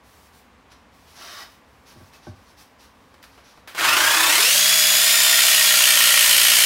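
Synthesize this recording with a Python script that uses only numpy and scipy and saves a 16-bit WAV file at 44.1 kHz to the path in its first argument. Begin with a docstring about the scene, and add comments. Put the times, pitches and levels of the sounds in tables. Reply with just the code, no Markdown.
"""A reciprocating saw cuts into a steel motorcycle frame in a small workshop, slowly, then at full speed.
Its crank clatters by impact twice a stroke, its armature whines at multiples of the shaft speed,
and the teeth drive the steel into resonance as they bite deeper. Before that the saw is picked up:
clothes rustle by friction, the tool scrapes off its rest, feet thump on the floor, the trigger clicks."""
import sys
import numpy as np
from scipy import signal
from scipy.fft import rfft, irfft
from scipy.io import wavfile

SR = 44100
rng = np.random.default_rng(int(sys.argv[2]) if len(sys.argv) > 2 else 0)


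def to_wav(s):
    """Save 16-bit WAV."""
    ch = np.atleast_2d(s).T  # columns
    pcm = np.round(np.clip(ch, -1, 1) * 32767)  # PCM
    wavfile.write(sys.argv[1], SR, pcm.astype(np.int16))


N = 293265
TIME = np.arange(N) / SR
GEAR_RATIO = 10  # shaft turns per stroke


def saw(shaft_hz):
    """Synchronous excitation: one shaft paces the clatter, rasp, whine and hum of the saw."""
    turns = np.cumsum(shaft_hz) / SR
    strokes = turns / GEAR_RATIO
    fast = np.clip((shaft_hz - 165) / 80, 0, 1)  # 0 when slow, 1 near full speed
    whine, hum = motor(shaft_hz, turns, strokes, fast)
    direct = crank(shaft_hz, strokes, fast) + cutting(shaft_hz, strokes) + whine
    # the tool rocks in the hands, so its echoes keep changing
    poses = np.array([wander(hz=8.4) for _ in range(4)])
    echoes = sum(workshop(direct * pose) for pose in poses / np.linalg.norm(poses, axis=0))
    # the tool is too small to radiate deep bass
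    small_body = signal.butter(3, 85, "highpass", fs=SR, output="sos")
    effort = driven(shaft_hz, db=9, full_hz=278, db_per_octave=5.5, bite_db=4.5)
    return effort * signal.sosfilt(small_body, amp(-1.5) * direct + amp(-5) * echoes + hum)


def crank(shaft_hz, strokes, fast):
    """Backlash: the crank's play closes at each reversal with a burst of impact noise."""
    # clatter spectra at low and at full speed (frequency [Hz], relative level [dB])
    slow_spectrum = [(20, -70), (60, -25), (117, -7.5), (209, -47), (309, -2), (458, -11), (620, -1),
                     (800, -3), (916, 4.5), (1150, 3.5), (1630, 4.5), (2590, 0.5), (4110, -4), (15000, -17)]
    fast_spectrum = [(20, -75), (65, -56), (130, -34), (300, -46), (480, -32.5), (680, -9), (800, -14),
                     (1100, -9.5), (1700, -1.5), (2400, 1.5), (3500, -1.5), (6000, -5), (15000, -22.5)]
    beat = blows(strokes, phase=.096, decay=.73, back_db=.1, uneven_db=.06)
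    knocks = evened(beat + .4) * grit(per_s=16000, spread_db=2)
    slow_clatter = (1 - fast) ** .95 * coloured(knocks, slow_spectrum)
    fast_clatter = amp(-3.5) * np.sqrt(fast) * coloured(knocks, fast_spectrum)
    gain = driven(shaft_hz, db=-19, full_hz=89.3, db_per_octave=12, bite_db=2, curve=3)
    return gain * (slow_clatter + fast_clatter)


def cutting(shaft_hz, strokes):
    """Impact excitation: the teeth rasp with each stroke, and blade and frame ring in their modes."""
    # spectrum of the teeth (frequency [Hz], relative level [dB])
    rasp = [(20, -90), (120, -65), (500, -44), (1500, -14), (2600, -2), (4300, 2.5), (6000, 1), (7500, 1),
            (9500, 0.5), (12000, -2), (14000, -2), (16000, -5.5)]
    # steel resonances (frequency [Hz], bandwidth [Hz], relative level [dB])
    blade_modes = [(2846, 40, -6.5), (3054, 100, 0.5), (3185, 110, -6.5), (4320, 55, -8), (4900, 380, -6.5),
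                   (6670, 420, -6), (8500, 310, -2.5), (10430, 400, -5.5), (11300, 810, -2.5)]
    frame_modes = [(1136, 300, -9), (1396, 52, -2.5), (1856, 67, 2.5), (2305, 30, -4)]
    rasp_gain = driven(shaft_hz, db=-18.5, full_hz=169, db_per_octave=17.5, bite_db=1.5, curve=5.4)
    blade_gain = driven(shaft_hz, db=-34, full_hz=115, db_per_octave=20, bite_db=13.5, curve=1.2)
    frame_gain = driven(shaft_hz, db=-43.5, full_hz=79.4, db_per_octave=9, pressure_db=16.5)
    beat = blows(strokes, phase=.096, decay=.73, back_db=.1, uneven_db=.06)
    teeth = evened(beat + 2.4) * grit(per_s=14000, spread_db=-2.5)
    # the teeth catch sharply as the blade reverses
    bites = blows(strokes, phase=.12, decay=.27, back_db=-1, uneven_db=1.2)
    bites *= grit(per_s=14000, spread_db=1)
    # the shoe knocks against the frame on every pull, softly on the way back
    shoe = blows(strokes, phase=.18, decay=.15, back_db=-6, uneven_db=1.5) * rng.standard_normal(N)
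    steel = blade_gain * ring(bites, blade_modes) + frame_gain * ring(shoe, frame_modes)
    return rasp_gain * coloured(teeth, rasp) + steel


def motor(shaft_hz, turns, strokes, fast):
    """Modulation and forced vibration: the stroke's load swings the whine; the shaken housing hums."""
    # commutator harmonics (multiple of the shaft speed, relative level [dB])
    harmonics = [(22, 1), (16, -2), (33, -6.5), (42, -6), (44, -21)]
    # housing response to the whine and to the crank's shaking (frequency [Hz], gain [dB])
    whine_response = [(1000, -12), (1420, 4.5), (1680, 1.5), (1850, -5), (2300, -11), (2560, 4.5),
                      (2900, 1), (3150, -3.5), (3400, 2), (3510, -4), (3610, 5), (3800, -1), (4700, -2),
                      (5120, 2.5), (5600, 0), (6800, 1.5), (14000, 1)]
    shake_response = [(40, -58), (95, -22), (125, -20.5), (150, -22), (185, -10.5), (210, -24.5), (235, -9),
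                      (275, -32.5), (375, -20), (440, -18.5), (500, -27), (600, -8), (700, -11.5),
                      (850, -19.5), (1150, -10)]
    slot_count = 11
    slot_gain = driven(shaft_hz, db=-23.5, full_hz=128, db_per_octave=24, bite_db=-16, curve=6.4)
    commutator_gain = driven(shaft_hz, db=-26, full_hz=113, db_per_octave=16, bite_db=-16, curve=5.7)
    hum_gain = driven(shaft_hz, db=-35.5, full_hz=290, db_per_octave=8, bite_db=-4)
    stroke_angle, load_angle = 2 * np.pi * strokes, 4 * np.pi * (strokes - .17)
    swung = turns + .009 * np.sin(load_angle) + .004 * np.sin(stroke_angle) + .005 * wander(hz=120)
    slots = amp(2 * wander(hz=100)) * np.sin(2 * np.pi * slot_count * swung)
    jitter = .003 * wander(hz=300)
    commutator = sum(amp(db + 2.5 * wander(hz=201)) * np.sin(2 * np.pi * k * (swung + jitter))
                     for k, db in harmonics)
    # at low speed the armature has little momentum, so the whine comes in bursts
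    load = 1 + (.85 - .65 * fast) * np.cos(load_angle)
    whine = filtered(load * (slot_gain * slots + commutator_gain * commutator), whine_response)
    # two reversals a stroke: the even multiples of the stroke rate shake hardest
    shake = sum(amp(read(shake_response, k * shaft_hz / GEAR_RATIO) - 3.5 * (k % 2))
                * np.sin(2 * np.pi * (k * strokes + rng.random())) for k in range(3, 39))
    # the field poles drone at twice the shaft speed, surging with the load
    surge = (1 + .4 * np.cos(stroke_angle) + .25 * np.cos(2 * stroke_angle)) * amp(2.2 * wander(hz=25))
    poles = surge * amp(-.5) * np.sin(4 * np.pi * swung)
    return whine, hum_gain * (shake + poles)


def blows(strokes, phase, decay, back_db, uneven_db):
    """Damped impacts: an envelope of two blows a stroke; phase in strokes, decay in half strokes."""
    halves = 2 * (strokes - phase) + 2
    count, age = np.floor(halves).astype(int), halves % 1
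    size = amp(uneven_db * rng.standard_normal(size=400)[count] + back_db * (count % 2))
    return evened(size * np.exp(-age / decay) * (1 - np.exp(-age / .1)))


def driven(shaft_hz, db, full_hz, db_per_octave, bite_db=0, curve=1, pressure_db=0):
    """Power law: a part's gain grows with speed up to full_hz, and shifts with bite and pressure."""
    # contact with the frame (time [s], blade bite [0-1], shoe pressure [0-1])
    contact = [(4.4, .03, 0.1), (4.7, 0.22, 0.27), (5.0, 0.2, .4), (5.15, 0.43, 0.67), (5.45, 0.74, 0.85),
               (5.72, 0.76, 0.72), (6.05, .92, 1), (6.3, 1, 0.8), (6.65, 0.99, 0.9)]
    s, *controls = np.transpose(contact)
    bite, pressure = [np.interp(TIME, s, c).clip(0, 1) for c in controls]
    octaves = np.log2(np.clip(shaft_hz / full_hz, 1e-3, 1))
    level_db = db + db_per_octave * octaves + bite_db * bite ** curve + pressure_db * pressure
    return (shaft_hz > 0) * amp(level_db)


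def handling():
    """Friction noise: ear muffs, sleeves and palms rub, and the plastic casing scrapes off its rest."""
    # brushing strokes (start [s], duration [s], rub level [dB], hiss level [dB])
    rustles = [(0.024, 0.25, -62.5, -61), (0.312, .08, -61, -59), (.695, 0.034, -54, -76),
               (.91, 0.18, -63.5, -65.5), (1.057, 0.11, -55.5, -60), (1.146, 0.26, -46, -60),
               (1.483, 0.066, -63, -62), (1.65, 0.19, -72, -71), (1.85, 0.074, -52, -59),
               (1.95, 0.14, -61, -64), (2.113, 0.053, -54, -64), (2.21, 0.08, -55, -71),
               (2.33, .12, -65, -69), (2.448, 0.066, -58.5, -65), (2.562, 0.06, -52.5, -55.5),
               (2.779, 0.074, -54, -61), (2.93, 0.25, -70, -72), (3.212, .04, -55, -64),
               (3.29, 0.11, -60, -69), (3.428, .09, -54, -68), (3.545, .045, -61, -68),
               (3.666, 0.029, -57, -64)]
    # the casing slides, harder as it comes free (start [s], duration [s], level [dB])
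    slides = [(1.175, 0.26, -39.5), (1.33, 0.087, -41.5)]
    # friction spectra (frequency [Hz], relative level [dB])
    cloth_spectrum = [(300, -3), (1200, 2), (2500, -0.5), (4000, 1), (5800, 2), (7500, -12.5),
                      (11000, -9.5), (16000, -26)]
    hiss_spectrum = [(1000, -23), (4000, -4), (7500, -1.5), (11000, -2), (16000, -3)]
    scrape_spectrum = [(180, -46), (300, -17), (383, -8), (515, -28), (647, -3), (855, -11), (1130, -3.5),
                       (2520, -13), (5180, -8.5), (7920, -23), (15000, -23)]
    # casing resonances (frequency [Hz], bandwidth [Hz], relative level [dB])
    casing_modes = [(1164, 34, 0), (1900, 140, 1), (3030, 38, -3), (3730, 44, -4), (5030, 79, -13),
                    (5450, 90, -9)]
    start, length, rub_db, hiss_db = np.transpose(rustles)
    cloth = rubs(zip(start, length, rub_db), attack_s=.023, release_s=.023)
    cloth *= coloured(rng.standard_normal(N), cloth_spectrum)
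    hiss = rubs(zip(start, length, hiss_db), attack_s=.038, release_s=.023)
    hiss *= coloured(rng.standard_normal(N), hiss_spectrum)
    slips = rng.standard_normal(N) * amp(.87 * wander(hz=60))
    scrape = amp(-3.5) * coloured(slips, scrape_spectrum) + amp(-11.5) * ring(slips, casing_modes)
    return cloth + hiss + rubs(slides, attack_s=.041, release_s=.014) * scrape


def rubs(rows, attack_s, release_s):
    """Incoherent addition: rubbing envelopes rise, hold and die away, and their powers add."""
    power = 0
    for s, length, db in rows:
        rise = np.clip((TIME - s) / attack_s, 0, 1)
        fall = np.exp(-np.maximum(TIME - s - length, 0) / release_s)
        power += (amp(db) * rise * fall) ** 2
    return np.sqrt(power)


def clicks():
    """Impact transients: plastic parts give dull bursts of noise, metal parts a decaying tone."""
    # ear muffs, grip and trigger (time [s], level [dB], tilt [dB/octave], t60 [s])
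    plastic_hits = [(.718, -48, -5, 0.091), (2.135, -51, -3, 0.21), (3.142, -46, -5.5, 0.05),
                    (3.228, -42, -2, 0.054), (3.239, -42, -3, 0.065), (3.377, -47, -7, 0.13),
                    (3.575, -43, -10, 0.046), (3.675, -37, -3.5, 0.26), (3.748, -31.5, -4, 0.34)]
    # click spectrum before the tilt (frequency [Hz], relative level [dB])
    spectrum = [(30, -50), (150, -25), (600, -8), (1400, 2), (4000, 1.5), (7000, -4.5), (16000, -3)]
    # small metal parts of the saw (time [s], level [dB], frequency [Hz], t60 [s])
    clinks = [(2.141, -53, 2590, 0.5), (3.38, -47.5, 1390, 0.088)]
    out, t = np.zeros(N), TIME[:SR // 4]
    for s, db, tilt_db, t60 in plastic_hits:
        tilted = [(hz, level + tilt_db * np.log2(hz)) for hz, level in spectrum]
        add(out, s, amp(db - 60 * t / t60) * coloured(rng.standard_normal(len(t)), tilted))
    for s, db, hz, t60 in clinks:
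        add(out, s, amp(db - 60 * t / t60) * np.sin(2 * np.pi * hz * t))
    return out


def thumps():
    """Free vibration: a soft footfall rings the floorboards, whose low modes swell last."""
    # footfalls (time [s], level [dB])
    footfalls = [(1.956, -42), (2.003, -42.5), (2.268, -29.5), (3.573, -53)]
    # board modes (nominal frequency [Hz], relative level [dB], t60 [s], swell [s])
    board_modes = [(97, -1, 0.21, 0.028), (130, -2, 0.097, 0.026), (200, -9.5, .12, 0.013),
                   (259, -7.5, .13, 0.0046), (351, -2.5, 0.065, 0.0027), (646, -10, 0.11, 0.0026),
                   (834, -5.5, 0.055, 0.00094), (1160, -15, 0.11, 0.0017), (1630, -13, 0.072, 0.0019)]
    out, t = np.zeros(N), TIME[:SR // 2]
    for s, db in footfalls:
        for hz, mode_db, t60, swell in board_modes:
            shape = amp(db + mode_db - 60 * (t - swell) / t60) * (1 - np.exp(-(t / swell) ** 2))
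            add(out, s, shape * np.sin(2 * np.pi * hz * rng.uniform(.93, .98) * t))
    return out


def workshop(x):
    """Reverberation: close walls return dense echoes, each band dying at its own rate."""
    # reverberation times (frequency [Hz], t60 [s])
    decay_times = [(100, 0.25), (500, 0.36), (2000, 0.39), (6000, 0.37), (15000, 0.44)]
    length = SR // 2
    taps = rng.standard_normal(length) * (rng.random(length) < 3000 / SR) * (TIME[:length] > .003)
    hz, t, bands = signal.stft(taps, SR, nperseg=256)
    tail = signal.istft(bands * amp(-60 * t / read(decay_times, hz)[:, None]), SR, nperseg=256)[1]
    return signal.fftconvolve(x, tail / np.linalg.norm(tail))[:N]


def background():
    """Stationary noise: a faint, low rush fills the workshop."""
    # ambient spectrum (frequency [Hz], relative level [dB])
    spectrum = [(15, -49), (25, -35), (59, -0.5), (137, -12), (263, -6.5), (335, -15), (516, -11),
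                (641, -13.5), (840, -11.5), (1160, -10.5), (1290, -16), (1650, -16.5), (2480, -20),
                (3720, -25.5), (7500, -34.5), (16000, -45)]
    return amp(-54) * coloured(rng.standard_normal(N), spectrum)


def ring(x, modes):
    """Resonance: x drives parallel band-pass modes; rms 1."""
    return evened(sum(amp(db) * evened(signal.lfilter(*signal.iirpeak(hz, hz / width, SR), x))
                      for hz, width, db in modes))


def grit(per_s, spread_db):
    """Shot noise: a dense train of tiny clicks of uneven size; rms 1."""
    sizes = rng.standard_normal(N) * amp(spread_db * rng.standard_normal(N).clip(-2, 2))
    return evened(sizes * (rng.random(N) < per_s / SR))


def wander(hz):
    """Low-pass noise: random drift up to about hz; rms 1."""
    lowpass = np.exp(-(np.fft.rfftfreq(N, 1 / SR) / hz) ** 2)
    return evened(irfft(rfft(rng.standard_normal(N)) * lowpass, N))


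def coloured(x, spectrum):
    """Spectral shaping to rms 1."""
    return evened(filtered(x, spectrum))


def filtered(x, spectrum):
    """Zero-phase filtering by a spectrum in dB."""
    return irfft(rfft(x) * amp(read(spectrum, np.fft.rfftfreq(len(x), 1 / SR))), len(x))


def read(points, hz):
    """Linear interpolation over log frequency."""
    f, value = np.transpose(points)
    return np.interp(np.log(hz + 1), np.log(f + 1), value)


def evened(x):
    """Normalisation to rms 1."""
    return x / np.sqrt(np.mean(x ** 2) + 1e-20)


def amp(db):
    """Decibels to amplitude ratio."""
    return 10 ** (np.asarray(db) / 20)


def add(mix, s, sound):
    """Superposition of a sound on the mix at s seconds."""
    part = mix[round(s * SR):][:len(sound)]
    part += sound[:len(part)]


def scene():
    """Superposition: saw, handling and background sound in the same small room."""
    # half trigger, full trigger, then a sag in the cut (time [s], shaft speed [Hz])
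    speed = [(3.74, 22), (3.8, 77), (3.89, 116), (3.99, 138.5), (4.11, 152.5), (4.29, 164.5), (4.38, 198.5),
             (4.53, 284.5), (4.6, 299.5), (4.7, 308.5), (4.92, 310.5), (5.1, 320.7), (5.25, 323.1),
             (5.4, 321), (5.8, 302.9), (6.38, 288.6), (6.65, 294.7)]
    sawing = saw(np.interp(TIME, *np.transpose(speed), left=0))
    pickup = handling() + clicks() + thumps()
    return np.tile(sawing + amp(-.86) * pickup + amp(-5) * workshop(pickup) + background(), (2, 1))


def record(dry):
    """Compression: gain control ducks the mix under the saw; peaks are rounded, the band is limited."""
    threshold_db, ratio, response_s, edge_hz = -18, 3.83, .023, 15850
    pole = np.exp(-1 / (response_s * SR))
    power_db = 10 * np.log10(signal.lfilter([1 - pole], [1, -pole], dry[0] ** 2) + 1e-12)
    held = dry / amp(np.maximum(power_db - threshold_db, 0) * (1 - 1 / ratio))
    rounded = held / (1 + (held / .8) ** 6) ** (1 / 6)
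    lowpass = signal.firwin(511, edge_hz, window=("kaiser", 9), fs=SR)
    return signal.oaconvolve(rounded, lowpass[None], "same")


dry = scene()
out = record(dry)
to_wav(out)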